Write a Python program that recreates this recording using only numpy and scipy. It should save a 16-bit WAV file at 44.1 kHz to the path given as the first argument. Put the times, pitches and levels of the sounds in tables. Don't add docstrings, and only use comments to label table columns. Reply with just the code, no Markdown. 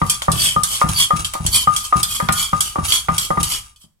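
import sys
import numpy as np
from scipy import signal
from scipy.fft import rfft, irfft
from scipy.io import wavfile
from scipy.ndimage import uniform_filter1d, map_coordinates

SR = 44100
rng = np.random.default_rng(int(sys.argv[2]) if len(sys.argv) > 2 else 0)


def persist_wave(psi):
    counts = np.round(np.clip(psi, -1, 1) * 32767).astype(np.int16)
    wavfile.write(sys.argv[1], SR, np.atleast_2d(counts).T)


N = 176400
T = np.arange(SR // 2) / SR
WORK_ENDS_S, CHATTER_S, POPS_PER_S = 3.58, 0.005, 2100
CLACK_DECAY_S, CLACK_SNAP = 0.0046, 11.9


def amp(db):
    return 10 ** (np.asarray(db) / 20)


def unit(x):
    return x / np.sqrt(np.mean(x ** 2) + 1e-20)


def hit_unit(x):
    return x / np.sqrt(np.mean(x[..., :SR // 100] ** 2) + 1e-20)


def read(points, hz):
    freqs, values = np.transpose(points)
    return np.interp(np.log(hz + 1), np.log(freqs), values)


def add(mix, start_s, sound):
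    at = round(start_s * SR)
    sound = sound[..., max(-at, 0):]
    part = mix[..., max(at, 0):][..., :sound.shape[-1]]
    part += sound[..., :part.shape[-1]]


def colour(x, spectrum, tilt_db=0):
    hz = abs(np.fft.fftfreq(2048, 1 / SR))
    octaves = np.log2(np.clip(hz, 300, 4000) / 1000)
    log_gain = np.log(amp(read(spectrum, hz) + tilt_db * octaves))
    minimum_phase = np.exp(np.conj(signal.hilbert(log_gain)))
    return signal.fftconvolve(x, np.fft.ifft(minimum_phase).real)[:len(x)]


def band(x, lo_hz, hi_hz):
    return signal.sosfilt(signal.butter(2, [lo_hz, hi_hz], "band", fs=SR, output="sos"), x)


def mode(hz, db, t60, phase=0):
    return amp(db - 60 * T / t60) * np.sin(2 * np.pi * hz * T + phase)


def burst(decay_s, snap):
    x = rng.standard_normal(len(T)) * np.exp(-T / decay_s)
    x[0] += snap
    return x


def grains(size, per_s):
    signs = rng.choice([-1, 1], size)
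    strength_db = 3 * np.minimum(rng.exponential(1, size), 5)
    return unit(signs * amp(strength_db) * (rng.random(size) < per_s / SR))


def drift(size, over_s):
    width = round(over_s * SR)
    smooth = uniform_filter1d(rng.standard_normal(size), width, mode="wrap")
    return unit(uniform_filter1d(smooth, width // 2 + 1, mode="wrap"))


def scatter(x):
    reflections = rng.standard_normal((2, len(T))) * np.exp(-T / 0.0028)
    paths = amp(2.5) * unit(reflections) / np.sqrt(len(T))
    paths[:, 0] += 1
    return signal.fftconvolve(x[None], paths, axes=1)[:, :len(x)]


# freq_hz, t60_s
KITCHEN_DECAY = [(60, 0.54), (200, 0.32), (600, 0.17), (1200, 0.47), (3200, 0.27), (8000, 0.3),
                 (15000, 0.26)]
# delay_s, left_gain, right_gain
NEAR_ECHOES = [(.0031, 0.48, 0.1), (.0074, 0.13, 0.2), (0.0132, 0.14, 0.2)]
def room(x, wet_db, echo_db, correlation=0, left_lag_s=0.00088):
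    hz, t, noise = signal.stft(rng.standard_normal((2, len(T))), SR, nperseg=256)
    decay = amp(-60 * t / read(KITCHEN_DECAY, hz)[:, None])
    tail = signal.istft(noise * decay, SR, nperseg=256)[1][:, :len(T)]
    tail *= np.minimum(T / 0.0067, 1)
    tail[1] = correlation * tail[0] + np.sqrt(1 - correlation ** 2) * tail[1]
    response = amp(wet_db) * tail / np.linalg.norm(tail[0])
    response[0, round(left_lag_s * SR)] += 1
    response[1, 0] += 1
    for delay_s, left, right in NEAR_ECHOES:
        response[:, round(delay_s * SR)] += amp(echo_db) * np.array([left, right])
    return signal.fftconvolve(np.atleast_2d(x), response, axes=1)[:, :N]


# freq_hz, level_db
ROOM_TONE_SPECTRUM = [(20, 4.5), (50, -7.5), (400, -25.5), (11000, -32.5)]
def room_tone():
    return amp(-67.5) * np.array([unit(colour(x, ROOM_TONE_SPECTRUM)) for x in rng.standard_normal((2, N))])


# freq_hz, level_db
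RUMBLE_SPECTRUM = [(22, -45), (45, -1), (60, 2), (110, -11), (180, -24), (500, -57.5)]
def table_rumble():
    after_s = np.maximum(np.arange(N) / SR - WORK_ENDS_S, 0)
    return amp(-44 - 87 * after_s) * unit(colour(rng.standard_normal(N), RUMBLE_SPECTRUM))


# peak_s, level_db, half_width_s
SQUELCHES = [(0.813, -25.5, 0.024), (0.936, -23.5, 0.048), (1.169, -24, 0.008), (1.201, -24.5, 0.023),
             (1.453, -31, 0.012), (1.745, -27.5, 0.019), (1.969, -24, .008), (1.996, -20, 0.018),
             (2.582, -33.5, 0.036), (2.858, -16.5, 0.015), (3.156, -25.5, 0.023), (3.409, -20.5, 0.0093),
             (3.657, -42.5, 0.064)]
# freq_hz, level_db
WET_SPECTRUM = [(200, -15), (600, -6), (1200, 1.5), (2000, -5.5), (3200, 2), (4200, -1.5), (7000, -2.5),
                (10000, 4), (12500, -14.5), (16000, -16.5)]
def wet_food():
    t = np.arange(N) / SR
    mush = amp(-36.5) * (t < WORK_ENDS_S)
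    clumps = sum(amp(db) * np.exp(-((t - peak_s) / width_s) ** 2) for peak_s, db, width_s in SQUELCHES)
    crackle = amp(-4) * unit(scatter(colour(grains(N, POPS_PER_S), WET_SPECTRUM)))
    return room((mush + clumps) * crackle, wet_db=-15, echo_db=-10)


# start_s, clack_db, tilt_db_per_octave, ring_db, ring_t60_s, pitch_hz
KNOCKS = [(0.0163, -14, -2, -11.5, 0.29, 1199), (0.219, -26.5, 5, -34, 0.057, 1255),
          (.282, -13.5, -5, -9.5, 0.14, 1187), (0.562, -20, -3, -5.5, 0.12, 1226),
          (.815, -12, 3.5, -8.5, 0.19, 1214), (1.106, -18, 0, -8, 0.13, 1221),
          (1.337, -27, 11.5, -24, 0.097, 1185), (1.352, -24.5, -5.5, -19, 0.11, 1221),
          (1.6723, -18.5, -3.5, -4.5, 0.16, 1227), (1.925, -16, -1, -7, 0.2, 1219),
          (2.201, -17, 2, -7.5, 0.05, 1224), (2.288, -13.5, 5.5, -15, 0.36, 1218),
          (2.53, -18, -2.5, -9, 0.13, 1223), (2.757, -21, -4.5, -6.5, 0.04, 1163),
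          (2.784, -20.5, -6.5, -15.5, 0.12, 1194), (3.085, -15, 1.5, -9, 0.14, 1213),
          (3.305, -15, -4, -13, 0.19, 1215), (3.373, -17.5, -4.5, -12, 0.29, 1205)]
# pitch_hz, level_db, t60_s
CLAY_MODES = [(587.4, -8.5, 0.044), (772, -18, 0.11), (931, -27, 0.21), (1083, -12, 0.06),
              (1442, -19.5, 0.062)]
# freq_hz, level_db
CLACK_SPECTRUM = [(150, -14), (300, -7.5), (500, -7.5), (800, 2.5), (1150, -3.5), (1450, -4.5), (2000, -9),
                  (3000, -50), (15000, -37.5)]
def pestle(split_hz=7.2, right_phase_rad=1.33):
    clacks, rings = np.zeros(N), np.zeros((2, N))
    clack_rise, ring_rise = 1 - np.exp(-T / 0.00063), 1 - np.exp(-T / 0.0029)
    choke_db = -4.5 * (1 - np.exp(-(T / 0.033) ** 4))
    for start_s, clack_db, tilt_db, ring_db, t60, hz in KNOCKS:
        clack = amp(1.5) * hit_unit(colour(burst(CLACK_DECAY_S, CLACK_SNAP), CLACK_SPECTRUM, tilt_db))
        wall = amp(11) * sum(mode(wall_hz * (1 + 0.025 * rng.standard_normal()), db, wall_t60)
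                             for wall_hz, db, wall_t60 in CLAY_MODES)
        grit = unit(band(grains(len(T), POPS_PER_S), 1400, 3240))
        crunch = amp(tilt_db - 11.5) * grit * np.exp(-T / 0.0086)
        add(clacks, start_s, amp(clack_db) * (clack + wall + crunch) * clack_rise)
        upper = mode(hz, ring_db, t60, phase=np.array([[0], [right_phase_rad]]))
        lower = amp([[3], [-3]]) * mode(hz - split_hz, ring_db - 2.5, t60)
        rough_db = 1.5 * drift(len(T), CHATTER_S)
        add(rings, start_s, (upper + lower) * ring_rise * amp(choke_db + rough_db))
    add(clacks, start_s=2.2875, sound=rim_strike())
    return room(clacks, wet_db=-8, echo_db=-8) + room(rings, wet_db=-8, echo_db=-23.5)


# peak_s, level_db, pitch_hz
THUDS = [(0.022, -13, 126), (.288, -12, 125), (0.313, -22, 136), (.338, -17, 99), (0.365, -19.5, 114),
         (.568, -16.5, 130), (0.843, -12, 143), (.864, -17, 155), (0.894, -13.5, 99.4), (1.137, -14.5, 126),
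         (1.199, -21.5, 76.3), (1.406, -18, 113), (1.453, -16.5, 98.5), (1.489, -21, 65.6),
         (1.677, -19.5, 125), (1.959, -13.5, 133.6), (1.975, -20, 100), (2.229, -16.5, 144),
         (2.294, -13.5, 139), (2.535, -17, 127), (2.788, -16.5, 126), (2.834, -21, 75.5), (3.091, -16, 131),
         (3.121, -19.5, 115), (3.31, -21.5, 138), (3.378, -17, 129), (3.407, -16.5, 103.5),
         (3.843, -44, 169.7)]
# pitch_hz, level_db, t60_s
TABLE_MODES = [(44, -41, .45), (61.6, -27.5, .3), (90, -16, 0.083), (122.9, -17, 0.24), (166.6, -14, 0.15),
               (215.5, -7, 0.1), (316, -31, .15)]
def table_thuds(push_cycles=0.39, skew_rad=0.59, bass_cut_hz=48.5):
    pushes, crush, t = np.zeros(N), np.zeros(N), T - 0.03
    for peak_s, db, hz in THUDS:
        push = np.exp(-(t * hz / push_cycles) ** 2) * np.cos(2 * np.pi * hz * t + skew_rad)
        add(pushes, peak_s + t[0], amp(db) * push)
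        puff = hit_unit(colour(burst(decay_s=0.0096, snap=0), CLACK_SPECTRUM, tilt_db=-10.5))
        add(crush, peak_s - 0.5 / hz, amp(db - 14) * puff)
    boom = amp(-34.5) * signal.fftconvolve(pushes, sum(mode(*m) for m in TABLE_MODES))[:N]
    bass_cut = signal.butter(2, bass_cut_hz, "high", fs=SR, output="sos")
    return room(signal.sosfilt(bass_cut, pushes + boom + crush), wet_db=-6.5, echo_db=-25, correlation=0.81)


# pitch_hz, level_db, t60_s
SPOON_MODES = [(2410, -12, 0.11), (3078, 0, 0.067), (3230, -3.5, 0.091), (3306, 2, 0.071),
               (4512, -3.5, 0.076), (5364, -2, .07), (7200, -0.5, .07), (8330, 6, 0.064),
               (10625, 2.5, 0.13), (11950, -6, 0.095), (12800, -11, 0.092), (14600, -19.5, .08)]
def spoon_ring(low_db, stretch, wander_hz):
    shifts = rng.standard_normal((len(SPOON_MODES), 2))
    phases = rng.uniform(0, 2 * np.pi, (len(SPOON_MODES), 2, 1))
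    return sum(mode(hz + wander_hz * detune, db + 2 * boost + low_db * (hz < 5000), t60 * stretch, phase)
               for (hz, db, t60), (detune, boost), phase in zip(SPOON_MODES, shifts, phases))


# start_s, level_db, low_modes_db, mean_t60_s
CLINKS = [(.097, -15, -2, 0.08), (0.22, -25.5, 21, 0.026), (0.317, -20, -10, 0.06), (0.634, -16, -36, .045),
          (0.889, -24.5, -1, .03), (1.246, -21.5, 7, 0.09), (1.336, -28, -3, 0.028),
          (1.464, -17.5, -0.5, 0.055), (1.763, -18.5, 2, 0.05), (2.03, -15.5, -6, 0.07),
          (2.323, -20, -22, .07), (2.606, -15, -2.5, 0.055), (2.922, -14, 19, .05),
          (3.181, -16.5, -3.5, .04), (3.43, -17.5, -14, .04), (3.76, -52, 8.5, .1)]
# freq_hz, level_db
TICK_SPECTRUM = [(300, -34.5), (1200, -6.5), (2200, -9.5), (3200, 2), (5000, -0.5), (8200, 3.5),
                 (11000, -1.5), (13000, -11), (16000, -25)]
def spoon_clinks():
    out = np.zeros((2, N))
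    usual_t60 = np.mean([t60 for _, _, t60 in SPOON_MODES])
    clay = amp(-9) * sum(mode(*m) for m in CLAY_MODES[1:])
    for start_s, db, low_db, t60 in CLINKS:
        tick = amp(-0.5) * hit_unit(scatter(colour(burst(decay_s=0.023, snap=1.4), TICK_SPECTRUM)))
        ring = amp(2.5) * hit_unit(spoon_ring(low_db, stretch=t60 / usual_t60, wander_hz=55))
        add(out, start_s, amp(db) * (tick + ring + clay))
    return room(out, wet_db=-11.5, echo_db=-11.5)


# peak_s, level_db, swell_s, release_s
SCRAPES = [(.135, -25.5, 0.061, 0.039), (0.456, -13.5, 0.075, 0.053), (0.682, -24.5, .02, 0.085),
           (0.746, -19.5, 0.04, 0.042), (1.019, -11, 0.042, 0.03), (1.556, -9.5, .026, 0.034),
           (1.632, -20.5, 0.035, 0.011), (1.788, -26.5, .02, 0.049), (1.848, -23.5, .01, 0.032),
           (2.112, -21.5, 0.03, 0.095), (2.163, -21, .02, 0.0089), (2.389, -16.5, 0.03, 0.071),
           (2.658, -25, .03, 0.055), (2.906, -16, .025, 0.02), (2.955, -15.5, .04, 0.037),
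           (3.232, -21.5, 0.027, 0.047), (3.53, -19, 0.06, 0.051), (3.83, -45, .025, 0.022)]
# freq_hz, level_db
GRIT_SPECTRUM = [(200, -6), (500, -20.5), (900, -10.5), (1220, 1), (1600, -12), (2400, -6.5), (3200, -13.5),
                 (3900, -2), (4600, 0), (8000, 1.5), (10800, -3.5), (13200, -18.5), (16000, -24)]
def spoon_scrapes(sizzle_lead_s=0.012):
    out, t = np.zeros((2, N)), np.arange(-SR // 3, SR // 3) / SR
    for peak_s, db, swell_s, release_s in SCRAPES:
        pressure = np.exp(-np.where(t < 0, (t / swell_s) ** 2, abs(t / release_s) ** 1.66))
        strength = amp(db) * np.sqrt(np.mean(pressure ** 2))
        slips = grains(len(t), per_s=5000) * pressure * amp(1.36 * drift(len(t), CHATTER_S))
        steel = spoon_ring(low_db=5, stretch=0.5, wander_hz=60)
        ring = signal.fftconvolve(slips[None], steel, axes=1)[:, :len(t)]
        travel = np.cumsum(1 + 0.01 * drift(len(t), over_s=0.02975))
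        ring = np.array([map_coordinates(side, [travel], order=3) for side in ring])
        hiss = amp(-4.5) * unit(scatter(colour(slips, GRIT_SPECTRUM)))
        sizzle = amp(-10.5) * unit(scatter(band(slips, 9540, 12430)))
        add(out, peak_s + t[0], strength * (hiss + amp(-4) * unit(ring)))
        add(out, peak_s + t[0] - sizzle_lead_s, strength * sizzle)
    return room(out, wet_db=-10.5, echo_db=-16.5)


# peak_s, level_db, pitch_hz, half_width_s
SQUEAKS = [(0.414, -20.5, 4590, 0.019), (.463, -20, 3290, 0.014), (0.493, -22.5, 3130, 0.031),
           (0.972, -21.5, 4650, .022), (1.022, -16.5, 3260, 0.023), (1.537, -20, 4510, 0.013),
           (1.554, -21, 3320, 0.0075), (1.584, -17, 3070, 0.017), (1.627, -26, 3063, 0.019),
           (2.43, -26.5, 3303, 0.047), (2.907, -28, 4610, 0.02), (2.955, -20.5, 3288, 0.031),
           (3.537, -30.5, 3370, 0.02)]
def spoon_squeaks(sag_hz_per_s=960, jitter_hz=79.8, rough_db=3.5, grain_s=0.002):
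    out, t = np.zeros(N), T - T.mean()
    for peak_s, db, hz, width_s in SQUEAKS:
        pitch = hz - sag_hz_per_s * t + jitter_hz * drift(len(t), grain_s)
        tone = np.sin(2 * np.pi * np.cumsum(pitch) / SR) * amp(rough_db * drift(len(t), grain_s))
        add(out, peak_s + t[0], amp(db) * unit(tone) * np.exp(-(t / width_s) ** 2))
    return room(out, wet_db=-7, echo_db=-20.5)


def rim_strike():
    crack = amp(-20) * hit_unit(band(burst(CLACK_DECAY_S, CLACK_SNAP), 1400, 4400))
    return crack + mode(hz=1450, db=-6.5, t60=0.073)


def scene():
    return (room_tone() + pestle() + table_thuds() + table_rumble()
            + spoon_clinks() + spoon_scrapes() + spoon_squeaks() + wet_food())


# freq_hz, left_minus_right_db
MIC_BALANCE = [(30, 2), (100, 1), (250, 4.5), (500, -8), (800, -2), (1200, -1), (5000, 0.5), (8000, 2.5),
               (13000, -9.5)]
def record(dry):
    lean_db = read(MIC_BALANCE, np.fft.rfftfreq(2 * N, 1 / SR)) / 2
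    heard = irfft(rfft(dry, 2 * N) * amp([lean_db, -lean_db]))[:, :N]
    low_pass = signal.firwin(401, 16200, window=("kaiser", 8), fs=SR)
    return signal.oaconvolve(np.clip(heard, -1, 1), low_pass[None], "same")


dry = scene()
out = record(dry)
persist_wave(out)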